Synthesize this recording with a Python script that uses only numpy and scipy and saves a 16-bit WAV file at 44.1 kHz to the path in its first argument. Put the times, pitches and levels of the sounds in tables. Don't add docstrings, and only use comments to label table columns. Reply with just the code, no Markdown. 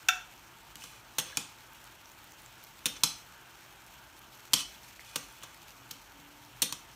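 import sys
import numpy as np
from scipy import signal
from scipy.fft import irfft
from scipy.io import wavfile

SR = 44100
rng = np.random.default_rng(int(sys.argv[2]) if len(sys.argv) > 2 else 0)


def generate_wav(signal):
    frames = np.transpose(np.atleast_2d(signal))
    scaled = np.clip(frames, -1, 1) * 32767
    pcm = np.round(scaled).astype(np.int16)
    wavfile.write(sys.argv[1], SR, pcm)


def level_to_linear(level):
    exponent = np.asarray(level, float) / 20
    return 10 ** exponent


N = 306495


def rms_one(x):
    return x / np.sqrt(np.mean(x ** 2) + 1e-20)


def at_hz(points, hz, axis=1):
    points = np.array(points)
    return np.interp(np.log(hz), np.log(points[:, 0]), points[:, axis])


def highpass(x, order, hz):
    return signal.sosfilt(signal.butter(order, hz, "high", fs=SR, output="sos"), x)


def drift(rate):
    r = np.exp(-80 * np.pi * rate / SR)
    noise = rng.standard_normal(N // 40 + 2002)
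    slow = signal.lfilter([1], [1, -2 * r, r * r], noise)[2000:]
    return np.interp(np.arange(N) / 40, np.arange(len(slow)), rms_one(slow))


def ring(clicks, hz, t60):
    r = level_to_linear(-60 / (max(t60, 1e-3) * SR))
    w = 2 * np.pi * hz / SR
    return signal.lfilter([0, np.sin(w)], [1, -2 * r * np.cos(w), r * r], clicks + 1e-18)


def bands(white, count=3):
    edges = 26 * 2 ** np.arange(0, 9.6, 1 / count)
    for k, (low, high) in enumerate(zip(edges, edges[1:])):
        band = signal.butter(2, [low, high], "band", fs=SR, output="sos")
        yield np.sqrt(low * high), signal.sosfilt(band, white[k % len(white)])


def add(track, s, peak_db, blow):
    i = round(s * SR)
    track[i:i + len(blow)] += (level_to_linear(peak_db) * blow / np.abs(blow).max())[:N - i]


# f/Hz, level/dB, T60/s
ROOM_ECHO = [(161, 2, 0.31), (537, 4.5, 0.41), (1530, 2, 0.35), (3660, 1.5, 0.33), (6900, -1.5, 0.36),
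             (11700, -1, 0.22)]


def kitchen(x, wet_db, first_s):
    t = np.arange(22050) / SR
    tail = 0
    for hz, band in bands(rng.standard_normal((2, len(t))), count=2):
        decay_db = at_hz(ROOM_ECHO, hz) - 60 * t / at_hz(ROOM_ECHO, hz, axis=2)
        tail = tail + level_to_linear(decay_db) * band
    tail *= np.clip(t / first_s, 0, 1) ** 2
    return level_to_linear(wet_db) * signal.fftconvolve(x, tail / np.sqrt(np.sum(tail ** 2)))[:N]


# f/Hz, level per Hz/dB
FAN_AIR = [(15, -36), (25, -18), (43, 4), (75, -6), (113, -5.5), (248, -8), (348, -6.5), (439, -14),
           (701, -6.5), (886, -13), (1100, -6), (1570, -4), (1980, -15), (2970, -8.5), (4000, -39),
           (5200, -45), (8800, -120)]
# f/Hz, width/Hz, level/dB
FAN_HUMPS = [
    (121.3, 8.8, -71),
    (337, 5.1, -77.5),
    (906, 91, -65.5),
]


def fan():
    air = 0
    for hz, band in bands(rng.standard_normal((2, N))):
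        if hz < 3500:
            air = air + level_to_linear(at_hz(FAN_AIR, hz) + 1.5 * drift(8.7)) * band
    tones = 0
    for hz, width_hz, level_db in FAN_HUMPS:
        t60 = np.log(1000) / np.pi / width_hz
        tones = tones + level_to_linear(level_db) * rms_one(ring(rng.standard_normal(N), hz, t60))
    return level_to_linear(-56.5 - 2.5) * rms_one(air) + tones


# t/s, length/s, level/dB
MOTOR_PULLS = [
    (5.73, 0.27, -69),
    (6.12, 0.41, -66.5),
]


def motor():
    t, fade_s = np.arange(N) / SR, 0.03
    pull = 0
    for s, length_s, level_db in MOTOR_PULLS:
        pull = pull + level_to_linear(level_db) * np.clip(np.minimum(t - s, s + length_s - t) / fade_s, 0, 1)
    hz = 275 + 27 * (t - MOTOR_PULLS[0][0])
    return np.sqrt(2) * pull * np.sin(2 * np.pi * np.cumsum(hz) / SR)


def random_catches(shape, per_s, spread_db, most):
    hits = rng.random(shape) < per_s / SR
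    level_db = spread_db * np.minimum(rng.exponential(1, shape), most)
    return hits * level_to_linear(level_db) * rng.choice([-1, 1], shape)


# f/Hz, level per Hz/dB
OIL_HISS = [(1060, -31), (1800, 0), (1970, -13), (2670, 7), (2980, -26), (3290, -3.5), (4880, -4.5),
            (6410, -5), (10200, -12.5), (14600, -8.5), (16000, -10)]
# t/s, half length/s, rise/dB
FOOD_STIRS = [
    (0.05, 0.36, 1),
    (1.392, 0.35, 1.5),
    (2.897, 0.49, 1.5),
    (4.914, 0.52, 3),
]


def sizzle():
    grains = random_catches((2, N), per_s=1800, spread_db=7.5, most=5)
    source = rng.standard_normal((2, N)) + 0.51 * rms_one(grains)
    together = drift(40)
    hiss = 0
    for hz, band in bands(source):
        if hz > 1800:
            hiss = hiss + level_to_linear(at_hz(OIL_HISS, hz) + 1.47 * together + 0.79 * drift(9.1)) * band
    t = np.arange(N) / SR
    stirred_db = sum(rise_db * np.exp(-((t - s) / half_s) ** 2) for s, half_s, rise_db in FOOD_STIRS)
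    return level_to_linear(-60.5 + stirred_db) * rms_one(hiss)


# t/s, peak
# level/dB, f/Hz
LIGHT_TICKS = [(0.3783, -42, 6300), (0.756, -24.5, 14800), (0.8415, -38, 13800), (0.7685, -41, 7500),
               (1.2744, -36, 5740), (1.7338, -38, 14400), (1.842, -36, 9900), (2.0574, -40, 5700),
               (2.1174, -42, 6900), (2.243, -37, 10600), (2.3213, -40, 6640), (2.4194, -41, 11000),
               (2.461, -41, 7440), (2.6394, -33, 14800), (2.648, -39, 6160), (3.865, -38, 12300),
               (4.192, -40, 14800), (4.3478, -39, 6430), (5.3263, -42, 11000), (5.7063, -41, 6000),
               (5.9124, -21, 14800), (6.4498, -42, 5340)]
# t/s, peak level/dB, f/Hz, T60/s
DULL_KNOCKS = [
    (0.821, -39, 2700, 0.01),
    (1.3269, -45, 1680, 0.08),
    (4.7471, -49, 3370, 0.018),
    (4.9945, -37, 2090, 0.0099),
    (5.4261, -37, 2880, 0.0091),
    (5.909, -33.5, 4400, 0.0066),
]


def ticks():
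    out = np.zeros(N)
    for s, peak_db, hz, t60 in [(*tick, 0.003) for tick in LIGHT_TICKS] + DULL_KNOCKS:
        snap = rng.standard_normal(1024) * level_to_linear(-60 * np.arange(1024) / SR / 0.0021)
        edge = level_to_linear(3) * (hz / 8000) ** 1.2 * np.diff(snap, prepend=0)
        add(out, s, peak_db, edge + ring(snap, hz, t60))
    return out


def crowd(count, t60_s):
    t = np.arange(2048) / SR
    hz = np.linspace(420, 16400, count) + rng.uniform(-23.0, 7, count)
    t60 = np.clip(t60_s * (3000 / hz) ** 0.22, .004, .04)[:, None]
    onset = np.minimum(t / 0.00022, 1)
    return hz, np.exp(2j * np.pi * hz[:, None] * t) * level_to_linear(-60 * t / t60) * onset


def strike(modes, level_db):
    phases = np.exp(2j * np.pi * rng.random(len(modes)))
    return np.real(level_to_linear(level_db) * phases @ modes)


def pulse(level_db):
    click = np.roll(irfft(level_to_linear(level_db)), 64) * np.hanning(1024)[512:]
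    return click / np.sqrt(np.sum(click ** 2))


# f/Hz, level/dB, T60/s
ARM_MODES = [(2458, -9.5, 0.077), (2996, -0.5, 0.052), (3180, -20, 0.044), (3397, -3, 0.028),
             (4110, -13.5, 0.066), (4240, -23, 0.074), (5450, -6, 0.057), (6030, -9.5, 0.053),
             (6160, -9, 0.082), (6330, -12, 0.04), (8900, -14, .05), (10110, -14, 0.043)]


def arms(clicks, spread_db):
    out = 0
    for k, (hz, level_db, t60) in enumerate(ARM_MODES):
        strength = level_to_linear(level_db + rng.normal(0, spread_db)) * (-1) ** k
        out = out + strength * ring(clicks, hz, min(t60, .1))
    return out


# f/Hz, level per Hz/dB
DRAG_COLOUR = [(290, -57), (500, -15), (843, -37), (1000, -9), (2010, -13.5), (2430, -1.5), (2810, -5.5),
               (3250, -8), (3920, -3), (8700, -8), (12000, -19), (14900, -16), (16000, -37)]
# start t/s, hardest t/s, end t/s, level/dB, brightness per octave/dB
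TIP_DRAGS = [
    (0.787, 0.816, 0.98, -48.5, 3.5),
    (1.247, 1.268, 1.5, -48, -5.5),
    (2.95, 2.969, 2.98, -41.5, -5.5),
    (4.552, 4.608, 4.626, -32, 1.2),
    (5.05, 5.07, 5.54, -55, 0.1),
]


def scrapes():
    out, hz = np.zeros(N), np.linspace(1, SR / 2, 257)
    catches = random_catches(N, per_s=4000, spread_db=2.0, most=4)
    lift_s = 0.0063
    for start, hardest, end, level_db, tilt_db in TIP_DRAGS:
        edge_db = level_db - 11
        times = [start - lift_s, start, hardest, end, end + lift_s]
        drag_db = np.interp(np.arange(N) / SR, times, [-95, edge_db, level_db, edge_db, -95])
        click = pulse(at_hz(DRAG_COLOUR, hz) + tilt_db * np.log2(hz / 4000))
        rough = rms_one(signal.fftconvolve(catches, click)[:N] + level_to_linear(-22.5) * arms(catches, spread_db=2.0))
        out += level_to_linear(drag_db - 3.5) * rough
    return out


# t/s, peak level/dB
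PLATE_CLINK = [
    (0.086, -8.5),
]
PLATE_PITCHES = [738, 1338, 1365, 1472, 1593, 1664, 1830, 2290, 2672, 2760, 3330, 3580, 5500, 7084]
# level/dB, T60/s
PLATE_DECAYS = [(-11.5, 0.18), (6.5, .05), (6, 0.049), (2.5, 0.034), (-2, 0.034), (-9, .05), (-6.5, .05),
                (-10, 0.076), (8, 0.036), (-1.5, .04), (-4.5, .03), (-0.5, 0.098), (-8, .03), (2.5, 0.014)]


def plate():
    out, contact, clear = np.zeros(N), np.zeros(16384), np.zeros(16384)
    contact[[0, 34, 88]] = [.2, .5, 1]
    for k, (mode_hz, (level_db, t60)) in enumerate(zip(PLATE_PITCHES, PLATE_DECAYS)):
        clear += level_to_linear(level_db) * (-1) ** k * ring(contact, mode_hz, t60)
    hz, modes = crowd(count=300, t60_s=0.081)
    crack = [(1000, -31), (2500, -12), (4500, -19), (6000, -10.5), (8500, -28), (13500, -22), (16000, -29)]
    clear[40:2088] += strike(modes, at_hz(crack, hz))
    s, peak_db = PLATE_CLINK[0]
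    add(out, s - .0008, peak_db, highpass(clear, 4, 600))
    return out


# f/Hz, level/dB, T60/s
PAN_MODES = [
    (159, 7, 0.096),
    (227, -3, 0.081),
    (284, 7, 0.072),
    (480, -1, 0.14),
]


def thump():
    push = np.zeros(8192)
    push[:88] = np.hanning(88)
    push = highpass(push, 2, 110)
    return sum(level_to_linear(level_db + rng.normal(0, 2.5)) * ring(push, hz, t60) for hz, level_db, t60 in PAN_MODES)


def rattle(modes, level_db, length_s, per_s):
    out = np.zeros(4096)
    at_s = np.cumsum(rng.exponential(1, 24)) / per_s
    force = (rng.random(24) + 0.59) * np.exp(-(at_s / max(length_s, 1e-3)) ** 2)
    starts = np.minimum(at_s * SR, 2047).astype(int)
    for i, f in zip([0, *starts], [1.4, *force]):
        out[i:i + 2048] += f * strike(modes, level_db)
    return out


# f/Hz, level per Hz/dB
CLOSING_COLOUR = [(240, -45), (400, -12.5), (679, -21.5), (1030, -9.5), (2050, -14), (3430, -1.5),
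                  (4460, -8.5), (4830, -10.5), (6390, -3), (7820, -14.5), (8990, -6), (10500, -15.5),
                  (13900, -14), (15700, -19), (16500, -40)]
# f/Hz, level per Hz/dB
OPENING_COLOUR = [(240, -45), (400, -28.5), (669, -21.5), (1020, -5.5), (1960, -17), (2430, -7.5),
                  (2760, -14), (3170, -1.5), (3820, -6.5), (4190, -4), (4610, -2), (6090, -2.5),
                  (11700, -12.5), (14300, -14.5), (16500, -45)]
# t/s, peak level/dB, loudest ring f/Hz, rattle/s, weight on the pan/dB
JAWS_CLOSE = [
    (1.1842, -14, 5900, 0.013, 1),
    (2.8571, -12, 3600, 0.0085, -2),
    (5.158, -16.5, 2870, 0.006, 3),
    (5.4327, -33, 7160, 0.0092, 5.5),
    (6.6198, -11, 4350, 0.0018, -12.5),
    (6.6239, -14.5, 4250, 0.012, -2.5),
]
# t/s, peak level/dB, loudest ring f/Hz, rattle/s, weight on the pan/dB
JAWS_OPEN = [
    (0.7561, -34, 2840, 0.002, 6),
    (0.838, -34.5, 6000, 0.0063, 5),
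    (1.3712, -13.5, 2420, 0.0037, 2),
    (3.035, -7.5, 4110, 0.0071, -0.7),
    (4.5341, -5.5, 3250, 0.0064, -1.5),
    (5.9109, -29, 6600, 0.0036, -4),
    (6.7245, -22, 2530, 0.0057, 0.5),
]
# t/s, peak level/dB
PAN_NUDGES = [
    (5.906, -65),
    (6.191, -51.5),
]


def tongs():
    near, around = np.zeros(N), np.zeros(N)
    hz, modes = crowd(count=300, t60_s=0.023)
    even_hz = np.linspace(1, SR / 2, 257)
    treble = np.clip(np.log2(even_hz / 4500), 0, 1)
    bass = np.clip(np.log2(2500 / even_hz), 0, 1)
    contact = np.eye(1, 4096, 20)[0]
    clacks = [(*c, CLOSING_COLOUR) for c in JAWS_CLOSE] + [(*c, OPENING_COLOUR) for c in JAWS_OPEN]
    for s, peak_db, loud_hz, rattle_s, weight_db, colour in clacks:
        treble_db = 2.5 - 0.32 * weight_db
        colour_db = at_hz(colour, even_hz) + treble_db * treble + weight_db * bass
        click = pulse(colour_db)
        steel = rattle(modes, np.interp(hz, even_hz, colour_db), rattle_s, per_s=1000)
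        steel += level_to_linear(13.5) * ring(contact, loud_hz, 0.028)
        steel += level_to_linear(3.5) * arms(contact, spread_db=3.5)
        steel[:448] += level_to_linear(30) * click[64:]
        add(near, s, peak_db, steel)
        add(around, s, peak_db - 2.5, steel)
        click = click * np.sqrt(np.sum(steel ** 2)) / np.abs(steel).max()
        add(around, s, peak_db - 3.5 + 20 * np.log10(np.abs(click).max()), click)
        thump_db = -26.5 - 0.33 * (peak_db + 15) + 0.14 * weight_db
        add(near, s + 0.0031, peak_db + thump_db, thump())
    for s, peak_db in PAN_NUDGES:
        add(near, s, peak_db, thump())
    return near, around


def scene():
    clink, light = plate(), ticks() + scrapes()
    steel, around = tongs()
    low = signal.sosfilt(signal.butter(2, 400, fs=SR, output="sos"), steel)
    to_walls = level_to_linear(-2) * clink + around + level_to_linear(-1.5) * light + level_to_linear(-1.5) * low
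    room = kitchen(to_walls, wet_db=-8.0, first_s=0.0019)
    soft = room + sizzle() + fan() + motor()
    soft = signal.sosfilt(signal.cheby2(14, 60, 16150, fs=SR, output="sos"), soft)
    return (clink + steel + light + soft)[None]


# f/Hz, width/Hz, depth 0-1
HOUSING_DIPS = [
    (4850, 360, 0.5),
    (10600, 340, 0.44),
]


def housing(x):
    for hz, width_hz, depth in HOUSING_DIPS:
        peak = signal.lfilter(*signal.iirpeak(hz, hz / width_hz, fs=SR), x)
        x = x - np.clip(depth, 0, 1) * peak
    return x


def top_cut(x):
    return signal.sosfilt(signal.butter(12, 16850, fs=SR, output="sos"), x)


def record(dry):
    thin = highpass(0.96 * np.tanh(dry / 0.8), 4, 38)
    thin = housing(thin)
    thin = signal.sosfilt(signal.cheby2(10, 60, 17100, fs=SR, output="sos"), thin)
    return top_cut(thin)


dry = scene()
out = record(dry)
generate_wav(out)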